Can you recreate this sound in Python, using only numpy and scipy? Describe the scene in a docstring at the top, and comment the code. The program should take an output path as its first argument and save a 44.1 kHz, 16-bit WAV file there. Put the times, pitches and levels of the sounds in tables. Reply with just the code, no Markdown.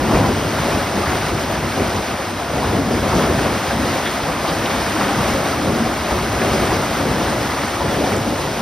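"""Rush of muddy water under a sluice gate

Muddy water boils up from under the gate and rushes through a concrete bay, heard from above.
Filtered noise and swarms of ringing bubbles make the rush; boils of trapped air add a low boom.
Air pockets gulp and slugs of water thud as short ringing tones; splashes and two ticks are showers
of tiny impacts. Left and right differ by band, as a joint-stereo audio coder leaves them.
"""
import sys
import numpy as np
from scipy import signal
from scipy.fft import rfft, irfft
from scipy.io import wavfile
from scipy.ndimage import uniform_filter1d

SR = 44100
rng = np.random.default_rng(int(sys.argv[2]) if len(sys.argv) > 2 else 0)


def to_wav(s):
    """Save 16-bit WAV."""
    ch = np.atleast_2d(s).T  # columns
    pcm = np.round(np.clip(ch, -1, 1) * 32767)  # PCM
    wavfile.write(sys.argv[1], SR, pcm.astype(np.int16))


N = 379906  # length in samples
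BINS_HZ = np.fft.rfftfreq(N, 1 / SR)


def amp(db):
    """Turns decibels into a gain."""
    return 10 ** (np.asarray(db) / 20)


def unit(x):
    """Scales a signal to an rms of 1."""
    return x / np.sqrt(np.mean(x ** 2) + 1e-20)


def read(points, hz):
    """Reads a table of (pitch_hz, value) between its points, with pitch on a log scale."""
    table_hz, value = np.transpose(points)
    return np.interp(np.log(hz + 1), np.log(table_hz + 1), value)


def add(mix, start_s, sound):
    """Adds a sound into the mix, starting at the given time."""
    part = mix[max(round(start_s * SR), 0):][:len(sound)]
    part += sound[:len(part)]


def smooth_noise(shape, cells):
    """Random values with an rms of 1, averaged twice over neighbouring cells along axis 1."""
    field = rng.standard_normal(shape)
    for _ in range(2):
        field = uniform_filter1d(field, max(round(cells), 1), 1, mode="wrap")
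    return unit(field)


def random_sway(count, seconds):
    """A level that wanders at random over the whole scene, in bumps about this long."""
    return smooth_noise((1, count), seconds * SR / N * count)


def bell(hz, centre_hz, octaves):
    """A smooth hump around one pitch, on a scale of octaves."""
    return np.exp(-.5 * (np.log2((hz + 1) / centre_hz) / octaves) ** 2)


def bubble(hz, t60, rise, swell_cycles):
    """A bubble rings and falls 60 dB in t60 seconds; its pitch climbs as it nears the surface."""
    t = np.arange(int(t60 * SR) + 2) / SR
    onset = 1 - np.exp(-t * hz / swell_cycles)
    decay = np.exp(-np.log(1000) * t / t60)
    return onset * decay * np.sin(2 * np.pi * hz * t * (1 + rise * t / t60))


def bubbles(low_hz, high_hz, per_s, cycles, spread_db, count=48):
    """A swarm of bubbles of many sizes, with about equal energy in every hertz."""
    out = np.zeros(N)
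    per_size = int(per_s * N / SR / count)
    for hz in np.geomspace(low_hz, high_hz, count) * rng.uniform(.97, 1.03, count):
        ring = bubble(hz, cycles / hz, rise=0.07, swell_cycles=0.29)
        ring *= np.sqrt(hz) / np.linalg.norm(ring)
        when, size, sign = rng.random((3, 2000))[:, :per_size]
        # most bubbles are near the weakest, a few are much stronger
        extra_db = spread_db * np.minimum(-np.log(1 - size), 4)
        strength = amp(extra_db) * np.sign(sign - .5)
        at = (when * N).astype(int)[:, None] + np.arange(len(ring))
        out += np.bincount(at.ravel(), (strength[:, None] * ring).ravel(), N)[:N]
    return unit(out)


def bursts(rows, grains_per_s):
    """Short showers of tiny impacts that rise quickly and die away more slowly, each in its own band."""
    fall = 2.25  # dies away this many times more slowly than it rises
    length = SR // 2
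    out, hz = np.zeros(N), np.fft.rfftfreq(length, 1 / SR)
    t = np.arange(length) / SR - 1 / 4  # zero at the crest
    for crest_s, level_db, centre_hz, octaves, rise_s in rows:
        grains = rng.standard_normal(length) * (rng.random(length) < grains_per_s / SR)
        shape = np.exp(-2 * (t / np.where(t < 0, rise_s, rise_s * fall)) ** 2)
        shower = irfft(rfft(grains) * bell(hz, centre_hz, octaves), length) * shape
        shower = unit(shower) * np.sqrt(np.mean(shape ** 2))
        out += np.interp(np.arange(N) / SR, crest_s + t, amp(level_db) * shower, 0, 0)
    return out


def ticks():
    """Small sharp ticks: very dense, very short showers of impacts."""
    # each tick: crest_s, level_db (rms around the crest), centre_hz, width_octaves, rise_s
    tick_rows = [(8.166, -31, 7000, 0.29, 0.0027), (8.18, -37, 7700, .32, 0.0026)]
    return bursts(tick_rows, grains_per_s=15000)


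def splashes():
    """Crests break and slap down as a patter of separate drops."""
    # each splash: crest_s, level_db (rms around the crest), centre_hz, width_octaves, rise_s
    splash_rows = [(.135, -20, 760, 0.47, 0.06), (.165, -30, 2200, .45, 0.034),
                   (.255, -23, 950, 0.41, 0.016), (1.07, -24, 1200, .5, .015), (1.8, -40, 2600, .7, 0.023),
                   (1.965, -33, 4000, 0.65, 0.02), (2.56, -26, 650, 0.3, .025),
                   (2.635, -25, 950, 0.28, .035), (3.13, -22.5, 740, .62, 0.088),
                   (3.155, -33, 5200, .3, .012), (3.23, -27, 1400, 0.53, 0.019),
                   (3.455, -20.5, 800, 0.92, 0.022), (4.066, -28, 3400, .14, .022),
                   (4.066, -24, 1900, .3, .012), (4.223, -31, 3400, .45, 0.016),
                   (4.455, -23, 850, 0.46, 0.024), (4.485, -28.5, 4000, .4, 0.014),
                   (4.659, -25, 3100, .4, .007), (4.705, -35, 3700, .3, .012),
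                   (5.015, -23, 1000, 0.8, 0.038), (5.095, -23, 1000, .72, 0.0099),
                   (5.19, -25, 900, 0.45, 0.0065), (5.28, -33, 2500, .39, .035),
                   (6.42, -21, 1690, 0.36, .008), (6.435, -21, 620, 0.49, 0.015),
                   (6.535, -31, 4700, .44, .025), (7.808, -24, 950, 0.22, .014),
                   (8.03, -23, 620, .41, 0.048), (8.06, -31, 4500, .5, .022)]
    return bursts(splash_rows, grains_per_s=2500)


def thuds():
    """Slugs of water knock under the gate: a few low, quickly damped cycles each."""
    # each slug of water: start_s, pitch_hz, peak_db
    thud_rows = [(.14, 60, -15), (0.209, 150, -22), (.245, 95, -20), (.462, 106, -21), (0.596, 108, -19),
                 (.772, 108, -20), (1.07, 91, -19), (1.329, 108, -21), (2.667, 100, -20), (2.75, 98, -24),
                 (3.152, 62, -21), (3.29, 86, -15), (3.365, 125, -17), (3.771, 85.5, -20), (4.228, 65, -22),
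                 (5.198, 96, -19), (5.335, 69.7, -19), (5.642, 97, -17), (5.673, 85.5, -21),
                 (6.003, 75, -21), (6.113, 65, -21), (6.295, 104, -20), (6.35, 65, -22), (6.518, 86, -21),
                 (7.372, 117, -20), (7.975, 70, -26)]
    out = np.zeros(N)
    for start_s, hz, peak_db in thud_rows:
        knock = bubble(hz, t60=0.086, rise=0, swell_cycles=1.5)
        add(out, start_s, amp(peak_db) * knock / abs(knock).max())
    return out


def gulps():
    """Air pockets swell over a few cycles and ring as they break loose, the larger the lower."""
    # each air pocket: start_s, pitch_hz (at the start), peak_db, ring_s (to fall 60 dB)
    gulp_rows = [(.945, 193, -24, 0.2), (1.032, 1217, -19, 0.079), (1.31, 334, -25, .13),
                 (1.791, 392, -18, .11), (2.185, 535, -23, .13), (2.735, 193, -16, .14),
                 (2.78, 267, -17, .11), (2.868, 207, -17, 0.13), (2.908, 236, -20, 0.27),
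                 (3.025, 554, -16, .078), (3.145, 178, -13.5, .13), (3.228, 228, -16, .16),
                 (3.285, 361, -17.5, 0.091), (3.705, 1570, -20, .076), (4.275, 159, -21, 0.16),
                 (4.28, 509, -21.5, 0.11), (4.503, 163, -20.5, 0.17), (4.94, 314, -18, .12),
                 (4.98, 201, -22.5, 0.54), (5.07, 282, -19.5, .18), (5.085, 788, -17.5, .09),
                 (5.18, 215, -16.5, 0.12), (5.345, 539, -19, 0.13), (5.527, 1300, -19.5, .061),
                 (5.656, 512, -20, .1), (5.79, 226, -13.5, 0.25), (6.14, 357, -17, .15),
                 (6.444, 394, -19, .15), (6.53, 377, -18.5, 0.14), (6.703, 1920, -25, 0.066),
                 (7.085, 137, -22, 0.13), (7.595, 563, -26, .13), (7.815, 986, -21, 0.087),
                 (8.003, 570, -20.5, .12), (8.02, 278, -18, 0.16), (8.452, 542, -26, 0.14)]
    out = np.zeros(N)
    for start_s, hz, peak_db, ring_s in gulp_rows:
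        ring = bubble(hz, ring_s, rise=0.03, swell_cycles=4.3)
        add(out, start_s, amp(peak_db) * ring / abs(ring).max())
    return out


def boils(t):
    """Power of the boom as boils of trapped air burst up under the gate, against a steady rush of 1."""
    # each boil: crest_s, boom_db (over the steady rush, at the lowest pitches), rise_s
    boil_rows = [(0.0, 8.5, 0.029), (.14, 8, 0.059), (.23, 6.5, 0.054), (.5, 1, 0.11), (.7, 2.5, 0.028),
                 (.97, 5.5, 0.022), (1.12, 6.5, 0.026), (1.33, 3, 0.033), (1.62, 2, 0.028), (1.8, 7, .028),
                 (1.96, 4.5, 0.017), (2.13, -2, 0.053), (2.555, 6.5, .023), (2.65, 5.5, 0.042),
                 (2.76, 9, 0.039), (2.915, 8.5, 0.03), (3.03, 5.5, 0.043), (3.14, 7, 0.049),
                 (3.225, -4, 0.016), (3.3, 6, 0.035), (3.45, 6.5, 0.041), (3.81, 3, 0.05), (4.51, -0.5, .1),
                 (5.2, 1, .033), (5.36, 1, .05), (5.5, 2.5, 0.068), (5.68, 6, 0.056), (5.83, -1, 0.036),
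                 (5.92, 3.5, 0.016), (6.15, 2.5, 0.021), (6.25, 2, 0.021), (6.43, 2, 0.033),
                 (6.57, 4, 0.12), (6.77, -17, .036), (7.09, 5, 0.091), (7.32, -2, 0.087), (7.86, 5, 0.046),
                 (8.01, 4, 0.06), (8.17, 4, 0.092), (8.47, -3, 0.081)]
    fall = 2.14  # dies away this many times more slowly than it rises
    power = 0
    for crest_s, boom_db, rise_s in boil_rows:
        duration_s = np.where(t < crest_s, rise_s, rise_s * fall)
        power = power + amp(boom_db) ** 2 * np.exp(-((t - crest_s) / duration_s) ** 2)
    return power


def swell(hz, t):
    """Level in dB by pitch and time: the flow lifts everything, boils add boom, froth stirs the hiss."""
    # strength of the flow through the gate: time_s, level_db (only its changes count)
    flow_points = [(0.0, -3.5), (0.15, -.3), (1.55, -2.5), (1.85, -2.1), (2.45, -5.5), (2.6, -3),
                   (2.95, -2.5), (3.17, 0.5), (3.65, -1.5), (3.95, 0), (4.25, -2.5), (5.05, 0.5),
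                   (5.4, 0.1), (5.65, -2.7), (6.28, -1.4), (6.5, 0.8), (7.45, -1.7), (8.08, -1.9),
                   (8.61, -2.5)]
    slosh_per_s, slosh_crest_s, slosh_db = 2.03, .17, 0.08  # water sways between the walls
    flow_db = np.interp(t, *np.transpose(flow_points))
    flow_db = flow_db + slosh_db * np.cos(2 * np.pi * slosh_per_s * (t - slosh_crest_s))
    # dB of change per dB of flow: rumble follows the flow less than foam hiss does
    follow = read([(100, 0.77), (10000, 1)], hz)[:, None]
    # big air pockets sound low: the boom fades above 442 Hz
    low = 1 / (1 + (hz[:, None] / 442) ** 3.7)
    boom_db = 10 * np.log10(1 + low * boils(t))
    lumps_db = 0.77 * random_sway(len(t), seconds=0.12)
    # patches of froth collapse at random and sway all the hiss together
    froth_db = 0.67 * random_sway(len(t), seconds=0.052)
    level_db = follow * flow_db + boom_db + low * lumps_db + (1 - low) * froth_db
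    return level_db - level_db.mean(1, keepdims=True)


def late_dulling(hz, t):
    """Level in dB by pitch and time: the midrange dulls slightly near the end."""
    dull_s, dull_length_s, dull_db = 8.0, 0.2, -1.5
    band = bell(hz, centre_hz=1700, octaves=.6)
    return dull_db * band[:, None] * np.clip((t - dull_s) / dull_length_s, 0, 1)


def bay_and_colour():
    """Gain by pitch: the colour of the rush, with the air between gate and walls boosting or muting bands."""
    # colour of the rushing water: pitch_hz, level_db (per hertz, relative)
    rush_colour = [(20, -23.3), (38, -18), (60, -2.5), (280, -3.5), (460, -6.5), (680, -5.5), (1300, -10.5),
                   (2050, -14.5), (2700, -17.5), (4000, -21), (5500, -21.5), (8000, -27.5), (10500, -31.5),
                   (13000, -35), (15500, -34.5)]
    # resonances and nulls of the air in the bay: pitch_hz, width_hz, boost_db
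    bay_rows = [(62.6, 8.7, 3.5), (82, 11, -3), (97, 17, 5), (117.6, 6.5, -3.5), (149, 8.8, 4),
                (179, 18, -1.5), (197, 10, 4.5), (226.6, 8.6, 4.5), (274, 24, 2), (346, 84, 2),
                (565, 54, 2), (700, 84, 1.35), (1320, 150, 0.5)]
    level_db = read(rush_colour, BINS_HZ)
    for hz, width_hz, boost_db in bay_rows:
        level_db = level_db + boost_db / (1 + (2 * (BINS_HZ - hz) / width_hz) ** 2)
    return amp(level_db)


def water():
    """Wash, bubbles and spray, swelling with the flow; rows are the main sound and a stereo side noise."""
    wash = rng.standard_normal((2, N))
    # bubble levels in dB are against the noise of the wash
    gurgles = bubbles(220.4, 1508, per_s=260, cycles=49.0, spread_db=1.0)
    wash[0] += amp(-18.5) * gurgles
    # middle-sized bubbles pop at the surface, in clusters
    cluster_db = 1.5 * np.clip(random_sway(N, seconds=0.074)[0], -2, 2)
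    plops = bubbles(652, 2597, per_s=130, cycles=69, spread_db=1.2)
    wash[0] += amp(-19.5) * unit(amp(cluster_db) * plops)
    fizz = bubbles(1745, 14100, per_s=2600, cycles=10.8, spread_db=1.0)
    wash[0] += amp(-8.0) * fizz

    hz, t, spectrum = signal.stft(wash, SR, nperseg=512, noverlap=384)
    swell_db = swell(hz, t) + late_dulling(hz, t)
    # wavelets flicker in narrow bands across all pitches, afresh in every 3 ms frame and in each row; a second,
    # weaker flicker of the same kind adds to it
    wavelet_db = 1.23 * smooth_noise(spectrum.shape, cells=2)
    more_flicker_db = 0.63 * smooth_noise(spectrum.shape, cells=2)
    spectrum = spectrum * amp(swell_db + wavelet_db + more_flicker_db)
    flow = signal.istft(spectrum, SR, nperseg=512, noverlap=384)[1][:, :N]
    coloured = irfft(rfft(flow) * bay_and_colour(), N)
    return amp(-19) * unit(coloured)


def stereo_bands(main, side):
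    """Sets stereo coherence, phase and balance by band, as a joint-stereo audio coder leaves them."""
    # stereo coherence by band: pitch_hz, coherence (0 to 1)
    coherence_points = [(130, 1.0), (380, 0.96), (900, 0.92), (1300, 0.99), (2050, 0.99), (2450, 0.75),
                        (2950, 0.7), (3650, 0.89), (4550, 0.68), (4750, 1.0), (5420, 0.99), (5600, 0.77),
                        (6350, 0.58), (7100, 1.0), (9600, 1.0), (10150, 0.61), (11100, 0.93), (12000, 0.6),
                        (12250, 1.0), (13000, 1.0), (13700, 0.37), (15000, 0.74)]
    # left-right phase by band: pitch_hz, phase_radians (how far right lags left)
    phase_points = [(120, -0.0), (380, -0.35), (800, -0.37), (1300, -0.01), (2100, 0.05), (2500, 0.9),
                    (3750, 0.19), (4550, 0.81), (4720, 0.01), (5420, 0.01), (7050, 3.13), (8200, 3.17),
                    (8330, 6.27), (9600, 6.29), (10150, 7.11), (11100, 6.35), (12000, 6.91), (12250, 6.29),
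                    (13000, 6.29), (14600, 9.41)]
    # level of left over right: pitch_hz, difference_db
    balance = [(130, 0), (230, 1.3), (560, 2.2), (800, 1.6), (1200, 0)]
    coherence = np.clip(read(coherence_points, BINS_HZ), 0, 1)
    common = rfft(main) * np.sqrt((1 + coherence) / 2)
    apart = rfft(side) * np.sqrt((1 - coherence) / 2)
    lean = amp(read(balance, BINS_HZ) / 2)
    lag = np.exp(-1j * read(phase_points, BINS_HZ))
    left = (common + apart) * lean
    right = (common - apart) * lag / lean
    return irfft(np.array([left, right]), N)


def scene():
    """The rush with its gulps, thuds and splashes, and two ticks that are equal in left and right."""
    main, side = water()
    main = main + gulps() + thuds() + splashes()
    return stereo_bands(main, side) + ticks()


def record(dry):
    """The recorder's band limit: a steep filter removes what lies above about 15.75 kHz."""
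    lowpass = signal.firwin(801, 15750, window=("kaiser", 9), fs=SR)
    return signal.oaconvolve(dry, lowpass[None], "same")


dry = scene()
out = record(dry)
to_wav(out)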